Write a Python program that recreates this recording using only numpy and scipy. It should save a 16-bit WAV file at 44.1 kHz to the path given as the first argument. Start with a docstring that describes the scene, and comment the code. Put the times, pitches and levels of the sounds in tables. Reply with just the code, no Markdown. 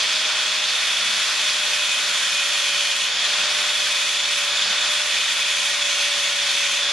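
"""A close, harsh rasp over a motor's whine: an angle grinder cuts steel in a workshop.
The disc's grit scrapes the steel turn after turn; steel, guard and disc ring, and friction makes them sing.
Pressed in three times, the motor sags and picks up again. Its gears whine, its rotor hums
and its fan blows air through the vents."""
import sys
import numpy as np
from scipy import signal
from scipy.fft import rfft, irfft
from scipy.io import wavfile
from scipy.ndimage import map_coordinates

SR = 44100
rng = np.random.default_rng(int(sys.argv[2]) if len(sys.argv) > 2 else 0)


def file_out(sig):
    """Save sig as 16-bit WAV at sys.argv[1]."""
    # one column per channel
    cols = np.atleast_2d(sig).T
    # limit, then scale
    lim = np.clip(cols, -1, 1)
    pcm = np.round(lim * 32767).astype(np.int16)
    wavfile.write(sys.argv[1], SR, pcm)


N = 305172
T = np.arange(N) / SR
FREQS = np.fft.rfftfreq(N, 1 / SR)
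PINION_TEETH, CROWN_TEETH = 12, 37


def grit(disc_turns, repeat_share, wear_turns, points=512):
    """The rim's grain pattern recurs every turn and wears away; breaking grains add fresh noise."""
    count = int(disc_turns.max()) + 3
    fresh = rng.standard_normal((2 * count, points))
    rim = signal.lfilter([1], [1, -np.exp(-1 / wear_turns)], fresh, axis=0)[count:]  # one row a turn
    rim = signal.resample_poly(rim.ravel(), 1, 2)
    passing = map_coordinates(rim, [(disc_turns + 1) * points / 2], order=3)
    return np.sqrt(repeat_share) * unit(passing) + np.sqrt(1 - repeat_share) * rng.standard_normal(N)


# Scrape spectrum: (frequency [Hz], relative level [dB])
SCRAPE_SPECTRUM = [(100, -29.5), (1000, -13.5), (2500, 7.5), (5000, -3.5), (5900, 4), (7000, 0),
                   (8200, -0.5), (9600, -8.5), (10800, -8), (11500, -10.5), (12200, -38)]
# Scrape stereo image: (frequency [Hz], left-right correlation [-1..1])
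SCRAPE_CORRELATION = [(1000, 1), (3000, 0.71), (5000, 0.86), (5900, 0.3), (7000, 0.24), (8100, -0.4),
                      (8900, 0.46), (10600, -0.21), (12000, -0.077)]

def scrape(disc_turns, contact, load, skip_db):
    """Grains cut the steel: a bright hiss that buzzes at the disc's rate."""
    bite_db = -29 + .5 * contact + 2.1 * load - skip_db + .5 * wander(10)
    grains = [grit(disc_turns, repeat_share=.75, wear_turns=1.7) for _ in range(2)]
    return amp(bite_db) * stereo(grains, amp(per_bin(SCRAPE_SPECTRUM)), per_bin(SCRAPE_CORRELATION))


def sizzle(disc_turns, contact, load, skip_db):
    """The finest hiss of the cut, heard only while the grit bites."""
    level_db = -44.5 + 2.5 * load - 5.1 * skip_db
    grains = [grit(disc_turns, repeat_share=.75, wear_turns=3) for _ in range(2)]
    return contact * amp(level_db) * stereo(grains, band(10600, 540), correlation=.1)


def chips(per_s):
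    """Coarse grains break off: sparse clicks of uneven size."""
    return unit(rng.standard_normal(N) * (rng.random(N) < per_s / SR))


# Steel and guard modes: (frequency [Hz], nominal width [Hz], relative level [dB])
STEEL_MODES = [(1053, 60, -12), (1474, 80, -10), (1868, 67, -6), (2268, 55, -5.5), (2525, 140, -3.5),
               (3040, 220, -7), (4172, 70, -7.5)]

def steel_ring(disc_turns, load, skip_db):
    """Grit and chips drive the resonances of steel and guard."""
    grains = [grit(disc_turns, repeat_share=.034, wear_turns=6.4) + .14 * chips(per_s=150)
              for _ in range(2)]
    power = sum((amp(db) * band(hz, .59 * width_hz)) ** 2 for hz, width_hz, db in STEEL_MODES)
    level_db = -31 + .7 * load - .32 * skip_db
    return amp(level_db) * stereo(grains, np.sqrt(power), correlation=.9)


# Disc modes: (multiple of main pitch, width [Hz], relative level [dB], change at load 1 [dB])
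DISC_RESONANCES = [(.968, 250, -5, 0), (1.004, 200, -4.5, 0), (1, 50, -7.5, 0), (1.068, 200, -2.3, -2)]
# Main pitch of the disc: (time [s], frequency [Hz])
DISC_PITCH_HZ = [(0, 3360), (.9, 3418), (1.5, 3390), (2.0, 3377), (2.75, 3350), (3.15, 3334), (3.6, 3400),
                 (4.1, 3436), (4.9, 3420), (5.6, 3410), (6.3, 3420), (6.92, 3390)]

def disc_ring(load, skip_db):
    """The disc's resonances drift as the point of contact moves."""
    pitch_hz = per_sample(DISC_PITCH_HZ) + 14 * wander(5.1)
    modes = sum(amp(db + load_db * load) * resonate(stereo_noise(), multiple * pitch_hz, width_hz)
                for multiple, width_hz, db, load_db in DISC_RESONANCES)
    return amp(-27 - .15 * skip_db) * stereo(modes, 1, correlation=.87)


# Face rub: (time [s], level [dB])
RUB_DB = [(0, -46), (.35, -37.5), (.55, -43), (.75, -41), (.95, -40), (1.3, -35.5), (1.5, -39),
          (2.3, -36.5), (2.48, -42), (2.8, -38), (3.1, -45), (3.4, -34.5), (3.8, -39.5), (4.05, -46),
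          (4.75, -35), (5.5, -47), (5.75, -45), (6.92, -41.5)]
# Edge grazes: (time [s], half-width [s], level [dB])
EDGE_GRAZES = [(.01, .05, -27.5), (.17, .06, -28), (.71, .06, -29), (1.15, .05, -31), (1.31, 0.087, -28.5),
               (1.5, .04, -26.5), (1.75, 0.077, -33), (2.09, .09, -30), (2.33, 0.037, -28),
               (2.75, 0.21, -32), (3.3, 0.037, -31), (3.5, 0.07, -32), (3.88, 0.065, -33), (4.3, 0.1, -37),
               (4.66, 0.054, -29), (6.08, 0.15, -32), (6.5, 0.11, -32)]

def rubbing():
    """The disc's face rubs low on the steel; its edge grazes with a brighter rasp."""
    face = amp(per_sample(RUB_DB)) * stereo(stereo_noise(), band(1500, 350), correlation=.99)
    edge = swells(EDGE_GRAZES) * stereo(stereo_noise(), band(4500, 1060), correlation=1)
    return face + edge


def friction_tone(start_s, end_s, cycles, ramp_s=.06, flutter_db=2.3, waver_rad=.65):
    """Friction builds up a narrow tone, holds it with a slight waver and lets go."""
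    envelope = np.clip(np.minimum(T - start_s, end_s - T) / ramp_s, 0, 1)
    flutter = amp(flutter_db * wander(40))
    return envelope * flutter * np.cos(2 * np.pi * cycles + waver_rad * wander(24))


# Steel tones: (start [s], end [s], multiple of disc rate, level [dB])
STEEL_TONES = [(.5, .8, 13, -39), (1.2, 1.48, 14, -37), (1.28, 1.7, 13, -34.5), (1.7, 1.88, 13, -30),
               (1.86, 2.03, 13, -26), (2.06, 2.22, 13, -32.5), (1.9, 2.15, 16, -36), (2.08, 2.42, 45, -46),
               (2.1, 2.9, 10, -42), (2.12, 2.6, 16, -34), (2.15, 2.45, 56, -48), (2.2, 2.98, 33, -44),
               (2.27, 2.47, 13, -28), (2.42, 2.78, 55, -49), (2.47, 3.0, 13, -33.5), (2.58, 2.93, 16, -30),
               (2.95, 3.11, 16, -31.5), (3.55, 3.88, 13, -35), (3.68, 3.97, 16, -36.5),
               (3.85, 4.11, 13, -32), (4.15, 4.35, 12, -32.5), (4.25, 4.48, 16, -35), (4.25, 4.4, 15, -36),
               (4.66, 5.38, 13, -35.5), (5.08, 5.34, 16, -33), (5.25, 5.75, 25, -37.5),
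               (5.36, 5.6, 13, -31), (5.38, 5.72, 17, -32), (5.4, 5.9, 44, -52), (5.5, 5.8, 33, -38),
               (5.7, 6.8, 12, -40), (5.72, 6.38, 14, -37.5), (5.85, 6.12, 33, -35), (5.87, 6.08, 17, -32),
               (5.9, 6.2, 15, -36.5), (6.1, 6.5, 54, -51), (6.12, 6.4, 33, -37.5), (6.15, 6.8, 17, -37.5),
               (6.35, 6.82, 14, -36.5), (6.4, 6.85, 13, -35), (6.42, 6.85, 58, -54), (6.44, 6.86, 33, -36)]
# Disc squeals: (start [s], end [s], frequency [Hz], level [dB])
DISC_SQUEALS = [(.76, 1.15, 3452, -35.5), (1.82, 1.99, 3400, -31), (2.62, 2.85, 3310, -35),
                (3.3, 3.56, 3390, -35), (3.52, 3.95, 3405, -35.5), (3.97, 4.18, 3450, -29.5),
                (4.78, 4.97, 3470, -28.5), (4.93, 5.15, 3440, -32.5), (5.3, 5.6, 3410, -35),
                (6.72, 7.05, 3455, -30), (6.8, 7.05, 3400, -27)]

def singing(disc_turns, skip_db):
    """The steel sings locked to the disc's rate, choked by skips; the disc squeals at its own pitches."""
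    steel = sum(amp(db) * friction_tone(start_s, end_s, round(multiple) * disc_turns)
                for start_s, end_s, multiple, db in STEEL_TONES)
    disc = sum(amp(db) * friction_tone(start_s, end_s, hz * T) for start_s, end_s, hz, db in DISC_SQUEALS)
    return steel * amp(-.5 * skip_db) + disc


# Grain snaps: (time [s], level [dB])
GRAIN_SNAPS = [(.907, -23), (1.057, -21.5), (1.33, -22), (1.479, -22), (1.893, -19.5), (4.064, -22),
               (4.371, -23), (4.428, -22), (4.851, -17.5), (4.86, -21), (4.983, -22), (5.072, -22),
               (5.158, -21.5), (6.128, -22), (6.178, -19), (6.732, -20.5)]

def snaps(decay_s=.002):
    """The coarsest grains crack off with a short, bright tick."""
    envelope = sum(amp(db) * (T >= at_s) * np.exp(-abs(T - at_s) / decay_s) for at_s, db in GRAIN_SNAPS)
    return envelope * stereo(stereo_noise(), band(3200, 970), correlation=.98)


# Presses: (start [s], end [s], start load, midway load, end load); load 1 = a firm push
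PRESS_LOADS = [(0.71, 3.06, 0.04, 0.81, 1.08), (3.51, 4.48, 0.39, 0.9, 1.19),
               (4.87, 6.81, 0.72, 1.06, 0.93)]

def pressing(ramp_s=.08):
    """Contact and load on the disc: each press sets in quickly, bears down and lets go."""
    contact, load = np.zeros((2, N))
    for start_s, end_s, *push in PRESS_LOADS:
        touch = np.clip(np.minimum(T - start_s, end_s - T) / ramp_s + .5, 0, 1)
        contact += touch
        load += touch * np.interp(T, [start_s, (start_s + end_s) / 2, end_s], push)
    return contact, load


# Disc skips: (time [s], half-width [s], loss of bite [dB])
DISC_SKIPS = [(0.603, 0.069, 2), (2.94, 0.022, 3), (3.153, 0.052, 9), (4.23, 0.07, 2.5), (5.22, 0.066, 0.5),
              (5.818, 0.042, 2), (6.125, 0.03, 1), (6.4, 0.095, 2), (6.89, 0.11, 3)]

def skipping():
    """Bite lost, in dB, as the disc skips on the work too briefly to change speed."""
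    return sum(db * bell(at_s, half_width_s) for at_s, half_width_s, db in DISC_SKIPS)


# Roar spectrum: (frequency [Hz], relative level [dB])
ROAR_SPECTRUM = [(20, -39), (80, -22.5), (150, -22.5), (220, -16.5), (350, -18.5), (520, -8.5), (750, -7.5),
                 (1350, -1.1), (2800, 0.5), (4500, 2.5), (7000, -6), (7700, -16.5), (9500, -13.5),
                 (11000, -19.5), (13000, -37)]
# Roar stereo image: (frequency [Hz], left-right correlation [-1..1])
ROAR_CORRELATION = [(30, 0.8), (200, 0.99), (500, 0.89), (1200, 0.91), (3500, 1), (5500, 0.48),
                    (7000, 0.55), (11000, 0.25)]

def roar(contact, load, sag, response_s=.14):
    """Vent air and disc rub: a broad roar that swells as the released motor picks up."""
    surge = lag(sag * (1 - contact), response_s)
    level_db = -24.5 - 1.48 * lag(load, response_s) + 2 * surge + .5 * wander(13)
    return amp(level_db) * stereo(stereo_noise(), amp(per_bin(ROAR_SPECTRUM)), per_bin(ROAR_CORRELATION))


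# Rotor hum: (time [s], level [dB])
HUM_DB = [(0, -45), (1.2, -48.5), (1.65, -43), (2.25, -48.5), (2.8, -42.5), (3.15, -50.5), (3.45, -41.5),
          (4.1, -46.5), (4.45, -42.3), (4.68, -45.5), (4.9, -41), (5.3, -49), (5.95, -41), (6.92, -44.5)]
# Gear whine: (time [s], level [dB])
WHINE_DB = [(0, -52), (.55, -48), (.9, -54), (1.2, -45.5), (2.3, -40), (2.7, -42), (3.2, -41), (3.8, -44),
            (4.12, -40), (4.4, -42.5), (4.65, -38), (5.05, -44), (5.35, -40), (5.9, -42), (6.92, -41.5)]

def motor(rotor_turns, mains_hz=50):
    """Rotor unbalance, gear mesh, disc wobble and mains hum."""
    rotor_rad = 2 * np.pi * rotor_turns
    unbalance = amp(per_sample(HUM_DB) + .5 * wander(10)) * np.sin(rotor_rad)
    backlash_rad = .6 * wander(14) + .3 * wander(110)  # the teeth meet unevenly
    mesh = amp(per_sample(WHINE_DB) + 2 * wander(25)) * np.sin(PINION_TEETH * rotor_rad + backlash_rad)
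    wobble = amp(-64 + 2 * wander(8)) * np.sin(rotor_rad * PINION_TEETH / CROWN_TEETH)
    mains = amp(-64.5 + 1.4 * wander(12)) * np.sin(2 * np.pi * mains_hz * T)
    return np.sqrt(2) * (unbalance + mesh + wobble + mains)


# Housing thrums: (time [s], half-width [s], level [dB])
HOUSING_THRUMS = [(.17, 0.092, -60), (1.1, 0.092, -50), (3.45, 0.11, -59), (4.68, 0.054, -49)]

def thrum():
    """The housing thrums in the hands: brief, dull swells."""
    rumble = irfft(rfft(rng.standard_normal(N)) * band(204, 30), N)
    return swells(HOUSING_THRUMS) * unit(rumble)


def amp(db):
    """Decibels to gain."""
    return 10 ** (np.asarray(db) / 20)


def unit(x):
    """Scales to rms 1."""
    return x / np.sqrt(np.mean(np.abs(x) ** 2) + 1e-20)


def per_sample(table):
    """Interpolates a time table."""
    return np.interp(T, *np.transpose(table))


def per_bin(table):
    """Interpolates a frequency table on a log axis."""
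    hz, value = np.transpose(table)
    return np.interp(np.log(FREQS + 1), np.log(hz + 1), value)


def band(hz, half_width_hz):
    """A spectral hump, one gain a bin."""
    return 1 / (1 + ((FREQS - hz) / half_width_hz) ** 2)


def bell(at_s, half_width_s):
    """Gaussian pulse of height 1."""
    return np.exp(-((T - at_s) / half_width_s) ** 2)


def swells(table):
    """Sum of bell-shaped swells, one gain a sample."""
    return sum(amp(db) * bell(at_s, half_width_s) for at_s, half_width_s, db in table)


def wander(rate_hz, points=4096):
    """Random drift of rms 1, up to about rate_hz."""
    hz = np.fft.rfftfreq(points, T[-1] / points)
    slow = irfft(rfft(rng.standard_normal(points)) / (1 + (hz / rate_hz) ** 2))
    return np.interp(T, np.linspace(0, T[-1], points), unit(slow))


def lag(x, tau_s):
    """One-pole smoothing."""
    pole = np.exp(-1 / (tau_s * SR))
    return signal.lfilter([1 - pole], [1, -pole], x)


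def resonate(x, hz, width_hz):
    """A steep resonance that follows the curve hz, to rms 1."""
    carrier = np.exp(2j * np.pi * np.cumsum(hz) / SR)
    pole = np.exp(-np.pi * width_hz / SR)
    baseband = signal.lfilter([(1 - pole) ** 2], [1, -2 * pole, pole * pole], x / carrier)
    return unit((carrier * baseband).real)


def stereo_noise():
    """Two unrelated white noises."""
    return rng.standard_normal((2, N))


def stereo(two, gain, correlation):
    """Filters two unrelated signals and mixes them to a correlated left and right of rms 1."""
    mid, side = rfft(two) * gain
    mid *= np.sqrt((1 + correlation) / 2)
    side *= np.sqrt((1 - correlation) / 2)
    return unit(irfft([mid + side, mid - side], N))


def scene(free_hz=614, sag_hz=40, inertia_s=.57):
    """Pressing slows the motor and deepens the bite; the bevel-geared disc chatters on the work."""
    contact, load = pressing()
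    skip_db = skipping()
    sag = lag(load, inertia_s)
    rotor_turns = np.cumsum(free_hz - sag_hz * sag) / SR
    contact_shift_turns = .0014 * wander(36)
    disc_turns = rotor_turns * PINION_TEETH / CROWN_TEETH + contact_shift_turns
    chatter_db = wander(100)
    cutting = scrape(disc_turns, contact, load, skip_db) + sizzle(disc_turns, contact, load, skip_db)
    ringing = steel_ring(disc_turns, load, skip_db) + disc_ring(load, skip_db)
    grinding = amp(chatter_db) * (cutting + ringing + rubbing())
    machine = roar(contact, load, sag) + motor(rotor_turns) + thrum()
    return grinding + singing(disc_turns, skip_db) + snaps() + machine


def record(dry, target_db=-21, response_s=.083, share=.3, cutoff_hz=11900):
    """Gain control removes a share of each swing about target_db; slight lean right, then a low-pass."""
    excess_power = (dry ** 2).mean(0) / amp(target_db) ** 2 - 1
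    held = dry * (1 + lag(excess_power, response_s)) ** (-share / 2)
    balance = amp([[-.2], [.2]])
    lowpass = signal.firwin(301, cutoff_hz, window=("kaiser", 9), fs=SR)
    return signal.oaconvolve(held * balance, lowpass[None], "same")


dry = scene()
out = record(dry)
file_out(out)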